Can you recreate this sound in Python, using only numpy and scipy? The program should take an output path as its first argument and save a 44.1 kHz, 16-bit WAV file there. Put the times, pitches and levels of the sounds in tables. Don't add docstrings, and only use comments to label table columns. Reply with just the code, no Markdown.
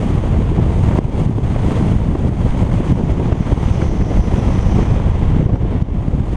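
import sys
import numpy as np
from scipy import signal
from scipy.fft import rfft, irfft
from scipy.io import wavfile
from scipy.ndimage import uniform_filter1d, minimum_filter1d

SR = 44100
rng = np.random.default_rng(int(sys.argv[2]) if len(sys.argv) > 2 else 0)


def dump(signal):
    limited = np.clip(np.atleast_2d(signal).T, -1, 1)
    pcm = np.round(limited * 32767).astype(np.int16)
    wavfile.write(sys.argv[1], SR, pcm)


N = 280476
TIME = np.arange(N) / SR

# (t/s, rumble level/dB, flutter level/dB, rush level/dB, hiss level/dB)
AIRFLOW = [(0, -18, -19, -33.5, -49), (.61, -11, -17, -32.5, -52), (.8, -13, -18.5, -33.5, -48.5),
           (.94, -14.5, -18, -33.5, -51.5), (1.11, -14, -15.5, -33, -51), (1.18, -13, -14.5, -30, -47),
           (1.33, -13, -14, -32, -48.5), (1.43, -13, -17.5, -32, -48), (1.78, -16.5, -13.5, -29.5, -45.5),
           (2.17, -15.5, -19, -36, -53.5), (2.44, -14.5, -17.5, -32.5, -49.5), (2.6, -15, -18, -30.5, -47),
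           (2.76, -18, -16, -31.5, -48), (2.89, -18, -15.5, -29, -46.5), (2.96, -15, -13.5, -32.5, -51),
           (3.33, -16.5, -16.5, -31.5, -52), (3.63, -14, -15.5, -28.5, -46.5),
           (4.08, -14.5, -15, -30.5, -51), (4.35, -14.5, -15.5, -28.5, -47), (4.8, -14.5, -19, -33, -53),
           (5.18, -14, -20.5, -34, -55), (5.36, -11.5, -17.5, -34.5, -56), (5.49, -18, -16, -34.5, -56),
           (5.8, -16, -19.5, -34.5, -57.5), (5.88, -15.5, -21.5, -37, -59),
           (6.16, -22.5, -23, -39.5, -56.5), (6.36, -14, -21.5, -35, -52.5)]
# (t/s, rumble swell/dB, spread/ms)
THUMPS = [(.06, -4.5, 22), (.16, 4.5, 33), (.39, 2.5, 12), (.51, 3, 8.3), (.575, 0.5, 9.2), (.715, -7, 12),
          (.89, 2.5, 15), (1.38, 5, 16), (1.46, 4, 28), (1.57, 1, 15), (1.84, 0, 42), (1.95, 3, 56),
          (2.09, 2, 45), (2.28, 1, 30), (2.45, 3.5, 17), (2.55, 3, 19), (2.63, 9.5, 20), (2.76, 7, 47),
          (2.92, 10.5, 17), (3.12, 3.5, 24), (3.21, 10, 10), (3.31, 4, 25), (3.53, 1, 16), (3.68, 1, 37),
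          (3.89, 7.5, 28), (4.02, 8, 21), (4.19, 11.5, 28), (4.33, 6, 18), (4.47, 9, 11), (4.61, -3, 11),
          (4.67, 4, 23), (4.92, 5, 18), (5.08, 6, 16), (5.28, 0.5, 34), (5.54, 13.5, 22), (5.64, 6, 46),
          (5.755, 7.5, 11), (5.96, 7.5, 36), (6.08, 4, 12), (6.14, 14.5, 11), (6.21, 6, 17)]
# (t/s, drop of rumble and flutter/dB, spread/ms)
LULLS = [(.21, 3.5, 15), (.45, 1, 14), (.97, 3, 14), (1.11, 4, 12), (1.33, -0.5, 12), (1.745, 5, 8.5),
         (1.99, 4.5, 8.9), (2.18, 4.5, 16), (2.49, -0.5, 15), (2.84, -1, 11), (3.0, -1, 12),
         (3.06, 1.5, 13), (3.45, 5, 9.2), (3.93, -1.5, 18), (4.27, -0.5, 22), (4.58, 0, 10), (4.85, 3, 17),
         (5.12, 3.5, 12), (5.19, 3, 14), (5.59, 3, 8.5), (5.9, -0.5, 16)]
# (t/s, swell/dB, spread/ms)
FLUTTER_LUMPS = [(.062, 5, 6.6), (.352, 2.5, 7.9), (.589, 7.5, 11), (.701, 3, 6.2), (1.148, 3, 7.8),
                 (1.384, 3, 5.1), (1.565, 1.5, 6.8), (1.934, 0, 8.3), (2.248, 5, 8), (2.278, 2, 7.4),
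                 (2.54, 3.5, 8), (2.587, 2, 11), (2.681, 5, 7.3), (3.204, 3.5, 6.3), (3.324, 4, 7.2),
                 (3.522, 6, 8.6), (3.608, 4.5, 5.6), (3.813, 2, 6.1), (4.0, 2, 5.8), (4.113, 2.5, 8.2),
                 (4.312, 0, 13), (4.389, 3, 7.2), (4.501, 1, 11), (5.223, 2.5, 6.9), (5.41, 7.5, 11),
                 (5.497, 8, 5.8), (5.654, 4, 6.6), (5.945, 5, 8), (6.184, 7, 8)]
# (f/Hz, level per Hz/dB)
RUMBLE_SPECTRUM = [(5, -40.5), (11, -10), (18, -2), (42, 5.5), (70, 3.5), (115, 3), (160, -8), (240, -28.5),
                   (500, -68), (800, -70)]
FLUTTER_SPECTRUM = [(60, -8), (120, -0.5), (175, 0.5), (250, -4), (350, -8.5), (470, -12.5), (680, -18.5),
                    (950, -26), (1300, -37), (2000, -43.5), (3200, -55), (5000, -62), (10000, -92.5)]
RUSH_SPECTRUM = [(400, -3.5), (750, 7.5), (1000, 7), (1400, -2.5), (1680, -4.5), (2050, -2.5), (2550, -7),
                 (3250, -7.5), (4000, -17.5), (5200, -25), (7000, -26.5), (12000, -57)]
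HISS_SPECTRUM = [(3000, -5.5), (4600, -2), (5700, -5.5), (6300, 0.5), (7300, -4), (8150, -6), (8600, 0),
                 (8950, -1.5), (9400, -11.5), (9800, -15.5), (10400, -14), (12300, -22), (13500, -27),
                 (15500, -28.5)]
# (t/s, push/full scale ahead of the limiter, width/ms, duck of the wind sound's level after it/dB)
BUFFETS = [(.151, -0.66, 1.34, 2), (0.312, 0.53, 2.3, -0.5), (0.391, 0.67, 1.27, 3), (.505, -0.5, 2.2, 1.5),
           (0.519, 0.4, 0.92, 1.5), (0.812, 0.48, 1.5, 0), (0.989, -0.76, 0.53, 0.5), (.990, 1, 1.16, 9),
           (1.054, -0.55, 2.4, 3), (1.221, -0.6, 1.9, 2.5), (1.264, 0.72, 1.8, 3.5), (1.297, 0.67, 1.16, 2),
           (1.388, 0.42, 0.84, 3), (1.665, 0.76, 3, 2), (1.828, 0.77, 1.5, 1), (1.939, 0.63, 1.5, 1.5),
           (1.965, 0.82, 2.2, 2), (2.09, 0.74, 1.74, 1), (2.156, 0.43, 0.72, 0), (2.292, -0.38, 1.1, 4.5),
           (2.45, 0.8, 1.6, -0.5), (2.508, 0.39, 8.6, 2.5), (2.626, -0.97, 1.86, 4.5),
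           (2.648, -0.073, 0.55, -0.5), (2.762, -.48, 2.2, 2.5), (2.806, 0.6, 1.1, 0.5),
           (2.923, 0.88, 1.55, 6), (3.039, 0.73, 1.5, 1), (3.121, -0.65, 2.9, 4), (3.329, 0.68, 2.6, 5.5),
           (3.408, -0.9, 1.5, 1.5), (3.53, 0.86, 3, 6), (3.663, -0.72, 3.4, 1.5), (3.714, -0.8, 2.8, 3.5),
           (3.825, -0.72, 1.17, 2.5), (3.888, 0.66, 3.4, 5), (4.024, -0.71, 1.8, 4.5),
           (4.173, 0.49, 6, 3.5), (4.208, -0.41, 3.7, 2.5), (4.399, 0.23, 0.58, 2), (4.592, 0.72, 3.6, 1),
           (4.647, -0.44, 2.3, -0.5), (4.746, 0.76, 1.4, -1.5), (4.789, 0.54, 1.2, -1.5),
           (4.829, 0.43, 0.86, 2), (4.925, 0.65, 2, 0.5), (5.099, -0.65, 4.1, 0), (5.282, -0.8, 3.6, 0),
           (5.367, 0.76, 1.24, 1.5), (5.398, -0.79, 1.2, 2), (5.429, -0.64, 1.15, 4),
           (5.461, -0.92, 2.1, 4.5), (5.536, -0.53, 1.44, 2), (5.56, -0.29, 1.1, 1), (5.635, -0.58, 2, 0),
           (5.765, -.48, 1.6, 3.5), (5.824, -0.84, 1.88, 6.5), (6.084, 0.71, 1.44, 1),
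           (6.151, -0.6, 1.46, -1.5), (6.205, 0.68, 1.75, 3)]
# (t/s, body level/dB, edge level/dB, spread/ms)
SLAPS = [(0.106, -14.5, -35, 2.2), (0.24, -17.5, -34, 3.3), (.343, -19, -31, 3.6), (0.551, -28, -36, 1.5),
         (0.601, -21, -46, 2.4), (.708, -16, -34, 1.9), (.889, -17, -31, 2.8), (.912, -16, -36, 1.5),
         (.925, -21, -32, 5.2), (0.955, -15, -38, 6.7), (0.988, -9, -27, 2.7), (1.384, -18, -45, 2.5),
         (1.563, -17, -36, 3.7), (1.709, -14, -27, 1.8), (1.924, -17, -44, 3.5), (2.087, -28, -33, 2.5),
         (2.154, -11.5, -35, 3.1), (2.294, -19, -36, 1.5), (2.629, -14, -33, 3.5), (2.717, -24, -32, 3.3),
         (2.87, -26.5, -37, 5), (2.908, -16, -32, 2.8), (2.92, -17, -35, 2), (3.015, -19, -41, 6.6),
         (3.204, -30, -44, 4.1), (3.259, -24, -34, 2.5), (3.325, -10.5, -30, 4.1), (3.527, -17, -37, 4),
         (3.819, -27, -24.5, 3.3), (3.916, -22, -41, 2.2), (4.014, -30, -32, 3), (4.174, -8.5, -39, 2.8),
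         (4.244, -23, -35, 1.6), (4.326, -17, -42, 2.7), (4.504, -18, -46, 5.4), (4.79, -9.5, -39, 4.2),
         (4.83, -13, -29, 2.4), (5.001, -12, -31, 2.1), (5.243, -27, -36, 1.5), (5.32, -30, -34, 3),
         (5.348, -19, -35, 3.8), (5.368, -23, -44, 2.7), (5.408, -16, -37, 3.1), (5.466, -14, -37, 1.8),
         (5.498, -19.5, -45, 3.1), (5.559, -9, -33, 1.4), (5.624, -24, -39, 1.8), (5.653, -35, -43, 3.1),
         (5.725, -18, -40, 1.8), (5.767, -17, -40, 4.8), (6.024, -24, -46, 2.5), (6.081, -22, -38, 2.5),
         (6.143, -19, -38, 1.6), (6.2, -27, -39, 5)]
# (t/s, level/dB, spread/ms)
CLICKS = [(0.989, -37, 0.65), (2.924, -45, .7), (3.329, -47, .7), (5.464, -49, 1), (5.558, -51, .7),
          (5.823, -45, 0.94), (6.084, -48, .8)]
# (f/Hz, level per Hz/dB)
SLAP_BODY_SPECTRUM = [(200, 7.5), (450, 1), (700, -7), (1050, -12), (1500, -39)]
SLAP_EDGE_SPECTRUM = [(900, 6.5), (1400, 5.5), (2200, 1), (3300, -23.5), (4500, -18.5), (8500, -25.5)]
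CLICK_SPECTRUM = [(1050, -4), (4200, 1), (5500, 1), (9000, -13), (13000, -26), (15500, -21)]
# (t/s, thick wires level/dB, thin wire level/dB, thick wire pitch f/Hz, thin wire pitch f/Hz)
WIRE_COURSE = [(0, -80.5, -90, 5700, 10300), (2.7, -67.5, -84, 5850, 10300), (2.9, -59, -83, 5940, 10400),
               (3.35, -61, -79, 5944, 10450), (3.42, -55.5, -79, 5960, 10450),
               (3.55, -60, -78, 6040, 10500), (3.7, -52, -70, 6085, 10600), (3.88, -50.5, -68, 6010, 10500),
               (4.0, -51.5, -72, 5950, 10350), (4.16, -50.5, -67, 5980, 10240),
               (4.35, -50.5, -68, 5946, 10540), (4.55, -49.5, -68, 5960, 10330),
               (4.82, -49, -75, 6000, 10500), (4.93, -55.5, -78, 6000, 10400),
               (5.12, -60, -79, 5970, 10400), (5.35, -63, -85, 5930, 10400), (5.6, -66.5, -94, 5840, 10300),
               (6.36, -78, -98, 5830, 10200)]
# (f/Hz, smear width f/Hz, level within the group/dB)
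THICK_WIRES = [(4410, 1500, -3), (5120, 380, -5), (5560, 480, -6), (6040, 330, -0.5), (5970, 1100, 1),
               (7400, 1000, -11.5)]
# (t/s, level/dB, pitch f/Hz before scaling by 0.97 and wavering)
SLACK_WIRE = [(2.8, -85, 7300), (3.08, -64, 7180), (3.36, -65, 6900), (3.52, -63, 6600), (3.68, -65, 6300),
              (3.85, -85, 6150)]

THUMP_FLUTTER_SHARE = 0.26
BUILD_S, BUILD_SHARE = 0.066, 0.18
DUCK_RECOVERY_S = 0.16
THIN_WIDTH_HZ, SLACK_WIDTH_HZ = 520, 320
TOP_HZ = 15100


def wind(room, build_db):
    rumble_db, flutter_db, rush_db, hiss_db = curves(AIRFLOW)
    eddies, gusts = walk(58), walk(13.0)
    thump_db = swells(THUMPS)

    rumble_db = rumble_db + thump_db
    flutter_db = flutter_db + gusts + THUMP_FLUTTER_SHARE * thump_db + swells(FLUTTER_LUMPS)
    rush_db = rush_db + 0.66 * gusts + build_db
    hiss_db = hiss_db + 1.2 * gusts + 1.3 * build_db

    flutter_swirl_db = 1.2 * eddies + 1.6 * walk(110)
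    rush_swirl_db = eddies + 0.81 * walk(200)
    hiss_swirl_db = 0.64 * eddies + 0.6 * walk(200)

    rumble = turbulence(RUMBLE_SPECTRUM, 1.9 * eddies, even_s=0.047) * undb(rumble_db)
    flutter = turbulence(FLUTTER_SPECTRUM, flutter_swirl_db, even_s=0.071) * undb(flutter_db)
    rush = turbulence(RUSH_SPECTRUM, rush_swirl_db, even_s=0.078) * undb(rush_db)
    hiss = turbulence(HISS_SPECTRUM, hiss_swirl_db, even_s=0.13) * undb(hiss_db)

    low = (rumble + flutter) * room * undb(-swells(LULLS))
    return low + rush + hiss


def turbulence(spectrum, swirl_db, even_s):
    noise = colour(rng.standard_normal(N) * undb(swirl_db), spectrum)
    span = int(even_s * SR) + 1
    power = uniform_filter1d(uniform_filter1d(noise ** 2, span), span)
    return noise / np.sqrt(power + 1e-9)


def buffets():
    pushes, room_db = np.zeros((2, N))
    for t, push, width_ms, _ in BUFFETS:
        near = np.abs(TIME - t) < .5
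        u = (TIME[near] - t) * 1000 / width_ms
        pushes[near] += push * (1 - 0.75 * u ** 2) * np.exp(-.5 * u ** 2)
        room_db[near] -= 8 * np.exp(-.25 * u ** 2)
    return pushes, undb(room_db)


def surges():
    build_db, duck_db = np.zeros((2, N))
    for t, _, width_ms, depth_db in BUFFETS:
        near = np.abs(TIME - t) < 2
        age = TIME[near] - t
        past = np.clip(age * 1000 / width_ms, 0, 1)
        build_db[near] += BUILD_SHARE * depth_db * (1 - past) * np.exp(-np.abs(age) / BUILD_S)
        duck_db[near] -= depth_db * past * np.exp(-np.abs(age) / DUCK_RECOVERY_S)
    return build_db, duck_db


def slaps(room):
    t, body_db, edge_db, spread_ms = np.transpose(SLAPS)
    body = bursts(t, body_db, spread_ms, SLAP_BODY_SPECTRUM)
    edge = bursts(t, edge_db, spread_ms, SLAP_EDGE_SPECTRUM)
    return room * body + edge


def clicks():
    t, level_db, spread_ms = np.transpose(CLICKS)
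    return bursts(t, level_db, spread_ms, CLICK_SPECTRUM)


def bursts(times, levels_db, spreads_ms, spectrum):
    envelope = np.zeros(N)
    for t, level_db, spread_ms in np.broadcast(times, levels_db, spreads_ms):
        near = np.abs(TIME - t) < .1
        u = (TIME[near] - t) * 1000 / spread_ms
        envelope[near] += undb(level_db) * np.exp(-.5 * u ** 2)
    return envelope * turbulence(spectrum, 0, even_s=0.0029)


def rigging():
    thick_db, thin_db, pitch_hz, thin_hz = curves(WIRE_COURSE)
    slack_db, slack_hz = curves(SLACK_WIRE)
    waver = 1 + 0.0058 * walk(5.5)
    airspeed = waver * pitch_hz / np.average(pitch_hz, weights=undb(thick_db))

    thick = np.zeros(N)
    for hz, width_hz, level_db in THICK_WIRES:
        flare_db = 1.1 * walk(9)
        thick += undb(level_db + flare_db) * whistle(hz * airspeed, width_hz)
    thick = unit(thick)
    thin = whistle(thin_hz, THIN_WIDTH_HZ) * undb(1.6 * walk(12))
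    slack = whistle(0.97 * slack_hz * waver, SLACK_WIDTH_HZ)

    wires = thick * undb(thick_db) + thin * undb(thin_db) + slack * undb(slack_db)
    flicker_db = .7 * walk(14)
    return wires * undb(flicker_db)


def whistle(pitch_hz, width_hz):
    smear = walk(width_hz / 2) + 1j * walk(width_hz / 2)
    return np.real(smear * np.exp(2j * np.pi * np.cumsum(pitch_hz) / SR))


def swells(table):
    total_db = np.zeros(N)
    for t, swell_db, spread_ms in table:
        total_db += swell_db * np.exp(-.5 * ((TIME - t) * 1000 / spread_ms) ** 2)
    return total_db


def curves(table):
    t, *columns = np.transpose(table)
    return [np.interp(TIME, t, column) for column in columns]


def walk(rate):
    bins = np.arange(N // 2 + 1) * SR / N
    return unit(irfft(rfft(rng.standard_normal(N)) * np.exp(-.5 * (bins / rate) ** 2), N))


def colour(x, spectrum):
    hz, level_db = np.transpose(spectrum)
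    bins = np.arange(N // 2 + 1) * SR / N
    gain_db = np.interp(np.log(bins + 1), np.log(hz), level_db, right=-np.inf)
    return unit(irfft(rfft(x) * undb(gain_db), N))


def unit(x):
    return x / np.sqrt(np.mean(x ** 2))


def undb(db):
    return 10 ** (np.asarray(db) / 20)


def scene():
    pushes, room = buffets()
    build_db, duck_db = surges()
    ducked_wind = wind(room, build_db) * undb(duck_db)
    return (ducked_wind + pushes + slaps(room) + clicks() + rigging())[None]


def record(dry):
    ceiling = .95
    need = np.minimum(1, ceiling / (np.abs(dry) + 1e-9))
    gain = uniform_filter1d(minimum_filter1d(need, size=221), size=221)
    fade = np.minimum(1, np.minimum(TIME, TIME[-1] - TIME) / .003)
    low_pass = signal.ellip(8, .2, 70, TOP_HZ, fs=SR, output="sos")
    return signal.sosfilt(low_pass, dry * gain * fade)


dry = scene()
out = record(dry)
dump(out)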